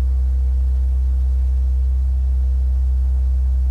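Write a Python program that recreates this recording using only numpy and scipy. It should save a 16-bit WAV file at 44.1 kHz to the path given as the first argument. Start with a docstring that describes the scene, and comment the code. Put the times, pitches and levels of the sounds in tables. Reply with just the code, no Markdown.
"""Pump in a boat's toilet cabin

A small electric pump fills the cramped cabin with a deep, nearly pure hum at twice its shaft speed.
Behind it a second, slower machine adds a thin whirr of steady lines, over low rumble, hiss,
soft puffs and faintly ringing panels. Once, the load eases and the pump speeds up briefly."""
import sys
import numpy as np
from scipy import signal
from scipy.fft import rfft, irfft
from scipy.io import wavfile
from scipy.ndimage import uniform_filter1d

SR = 44100
rng = np.random.default_rng(int(sys.argv[2]) if len(sys.argv) > 2 else 0)


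def persist_wave(psi):
    """Save psi, clipped to +-1, as 16-bit WAV."""
    counts = np.round(np.clip(psi, -1, 1) * 32767).astype(np.int16)
    wavfile.write(sys.argv[1], SR, np.atleast_2d(counts).T)


N = 163170

# Tone colour of the cabin's rumble and hiss: frequency_hz, density_db (power per Hz)
CABIN_SPECTRUM = [(15, -68.5), (26, -66), (48, -65), (72, -67), (100, -78), (180, -79), (300, -83),
                  (500, -85), (800, -85.5), (980, -90), (1150, -90.5), (1600, -93.5), (2500, -98),
                  (3300, -99), (4000, -99), (4500, -98.5), (5200, -99.5), (5800, -99.5), (7000, -102),
                  (10200, -102.5), (10900, -101), (12000, -106), (12600, -111), (13100, -108),
                  (15000, -115)]
# Soft puffs of hiss: start_s, level_db (before the envelope), centre_hz
HISS_PUFFS = [(.745, -56, 1900), (.825, -54, 1500), (.9, -56, 1500), (1.2, -51.5, 3500), (1.3, -59, 3000),
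              (1.38, -56, 3000), (1.465, -54, 2800), (1.56, -55, 3000), (1.945, -59, 3000),
              (2.6, -58, 5500), (2.93, -61, 4000), (3.08, -62, 3500), (3.105, -63, 3500)]
# Fuzzy panel tones: pitch_hz, resonator_width_hz, level_db
PANEL_TONES = [(332.4, 2.5, -70), (399.5, 8, -69), (784.6, 3, -71), (1135, 18, -74), (5689, 14, -84),
               (5872, 14, -87)]
# Whirr of the slower machine: shaft_multiple, level_db
WHIRR_HARMONICS = [(1, -55), (2, -59), (3, -62), (11, -74), (17, -76), (26, -76), (29, -73), (30, -74),
                   (35, -72), (36, -73.5), (37, -70), (38, -74), (43, -79), (46, -76), (47, -79), (49, -78),
                   (57, -80), (58, -76), (60, -77.5), (62, -82), (63, -79.5), (66, -83), (70, -78),
                   (73, -86), (75, -84), (77, -87), (82, -86), (108, -83), (112, -87), (139, -89),
                   (172, -89), (198, -89), (280, -91)]
# The pump's weaker harmonics:
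# shaft_multiple, level_db (at mid-scene), slope_db_per_s, surge_change_db, waver_db
PUMP_HARMONICS = [(1, -51.7, -1.4, 5, 2), (3, -44.2, 0, 2.1, .8), (4, -44.3, .1, .6, .3),
                  (5, -53.4, 1.7, 2, .4), (6, -65, -1, -1.7, 2), (7, -57.5, .4, 0, .5),
                  (8, -60.5, 0, -5, .9), (9, -65, -4, -1.2, 1.5), (10, -65.5, 0, -1.8, .9),
                  (11, -68.3, -2.5, -11, 2.5), (14, -74, -1.6, 0, 3), (15, -56.4, -.7, -5.7, .5),
                  (16, -71, -3, 4, 2), (18, -73.8, 1.6, -9, 1.5), (20, -63.4, .9, 4.6, .9),
                  (22, -71.5, 0, -12, 2.5), (23, -64.3, .9, -.6, .6)]

PUMP_SHAFT_HZ, SECOND_SHAFT_HZ, SPEED_WAVER_HZ = 32.015, 24.15, 0.015
SURGE_PEAK_S, SURGE_RISE_S, SURGE_FALL_S, SURGE_HZ = 2.1, 0.17, 0.17, 0.33
HUM_DB, HUM_SLOPE_DB_PER_S, HUM_WAVER_DB = -16.5, 0.03, 0.11
DIP_S, DIP_WIDTH_S, DIP_DB = 2.17, 0.14, -0.8  # the hum weakens as the speed falls back


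def amp(db):
    """Decibels to gain."""
    return 10 ** (np.asarray(db) / 20)


def unit_rms(x):
    """Scales a signal to rms 1."""
    return x / np.sqrt(np.mean(x ** 2) + 1e-20)


def drift(low_hz, top_hz, count=16):
    """A slow random modulator of rms 1, summed from sines between two rates."""
    t = np.arange(0, N + 256, 256) / SR
    rates = np.geomspace(low_hz, top_hz, count)[:, None]
    waves = np.sin(2 * np.pi * (rates * t + rng.random((count, 1)))) / np.sqrt(rates)
    return np.interp(np.arange(N) / SR, t, unit_rms(waves.sum(0)))


def tone(turns, db):
    """A sine at rms level db, its phase given in turns."""
    return np.sqrt(2) * amp(db) * np.cos(2 * np.pi * turns)


def resonate(x, hz, width_hz):
    """A single resonance with a gain of about 1 at its centre."""
    carrier = np.exp(2j * np.pi * hz * np.arange(len(x)) / SR)
    pole = np.exp(-np.pi * width_hz / SR)
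    return 2 * (carrier * signal.lfilter([1 - pole], [1, -pole], x / carrier)).real


def cabin_noise(patch_db=0.73, flicker_db=0.5, swell_db=0.22):
    """The bed: rumble and hiss with drifting patches, a quick broad flicker and a slow swell."""
    def ripple(bins, frames):
        across_pitch = uniform_filter1d(rng.standard_normal(spectrogram.shape), bins, axis=0)
        return unit_rms(uniform_filter1d(across_pitch, frames, axis=1))

    _, _, spectrogram = signal.stft(rng.standard_normal(N + 4096), SR, nperseg=512)
    texture_db = patch_db * ripple(bins=10, frames=10) + flicker_db * ripple(bins=80, frames=4)
    _, noise = signal.istft(spectrogram * amp(texture_db), SR, nperseg=512)
    noise = unit_rms(noise[:N] * amp(swell_db * drift(0.32, 3.6)))
    hz, density_db = np.transpose(CABIN_SPECTRUM)
    colour_db = np.interp(np.log(np.fft.rfftfreq(N, 1 / SR) + 1), np.log(hz), density_db)
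    return irfft(rfft(noise) * amp(colour_db) * np.sqrt(SR / 2), N)


def puffs(rise_s=0.007, fall_s=0.018, relative_width=0.82):
    """Soft breaths of broad hiss, each with a quick attack and a slower decay."""
    t = np.arange(SR // 5) / SR
    envelope = (1 - np.exp(-t / rise_s)) * np.exp(-t / fall_s)
    out = np.zeros(N)
    for start_s, db, hz in HISS_PUFFS:
        hiss = unit_rms(resonate(rng.standard_normal(len(t)), hz, relative_width * hz))
        out[round(start_s * SR):][:len(t)] += amp(db) * envelope * hiss
    return out


def panels():
    """Random vibration rings the panels into faint, fuzzy tones."""
    out = np.zeros(N)
    for hz, width_hz, db in PANEL_TONES:
        ring = resonate(rng.standard_normal(N), hz, width_hz)
        out += amp(db) * unit_rms(resonate(ring, hz, width_hz))  # a second pass steepens the skirts
    return out


def second_machine(waver_db=1.8):
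    """A slower shaft whirrs in thin, steady harmonics, each wavering in level."""
    turns = np.cumsum(SECOND_SHAFT_HZ + SPEED_WAVER_HZ * drift(0.498, 4)) / SR
    return sum(tone(round(multiple) * turns + rng.random(), db + waver_db * drift(0.4, 4.3))
               for multiple, db in WHIRR_HARMONICS)


def pump(start_turns=0.2326):
    """The hum booms at twice the shaft speed; weaker harmonics ride the same surge as the load eases."""
    t = np.arange(N) / SR
    surge_width_s = np.where(t < SURGE_PEAK_S, SURGE_RISE_S, SURGE_FALL_S)
    surge = np.exp(-((t - SURGE_PEAK_S) / surge_width_s) ** 2)
    shaft_hz = PUMP_SHAFT_HZ + SURGE_HZ * surge + SPEED_WAVER_HZ * drift(2.7, 11)
    turns = start_turns + np.cumsum(shaft_hz) / SR
    dip = np.exp(-((t - DIP_S) / DIP_WIDTH_S) ** 2)
    hum_db = HUM_DB + HUM_SLOPE_DB_PER_S * t + DIP_DB * dip + HUM_WAVER_DB * drift(1.0, 11)
    out = tone(2 * turns, hum_db)
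    from_middle_s = t - t[-1] / 2
    for multiple, db, db_per_s, surge_db, waver_db in PUMP_HARMONICS:
        phase = round(multiple) * turns + rng.random()
        level_db = db + db_per_s * from_middle_s + surge_db * surge + waver_db * drift(0.57, 3.07)
        out += tone(phase, level_db)
    return out


def scene():
    """A mono mix: the pump up front, the whirr and the cabin behind it."""
    return (pump() + second_machine() + panels() + cabin_noise() + puffs())[None]


def record(dry):
    """A steep low-pass takes off the very top of the hiss."""
    lowpass = signal.firwin(601, cutoff=15100, window=("kaiser", 9), fs=SR)
    padded = np.pad(dry, ((0, 0), (300, 300)), "edge")
    return signal.oaconvolve(padded, lowpass[None], "valid")


dry = scene()
out = record(dry)
persist_wave(out)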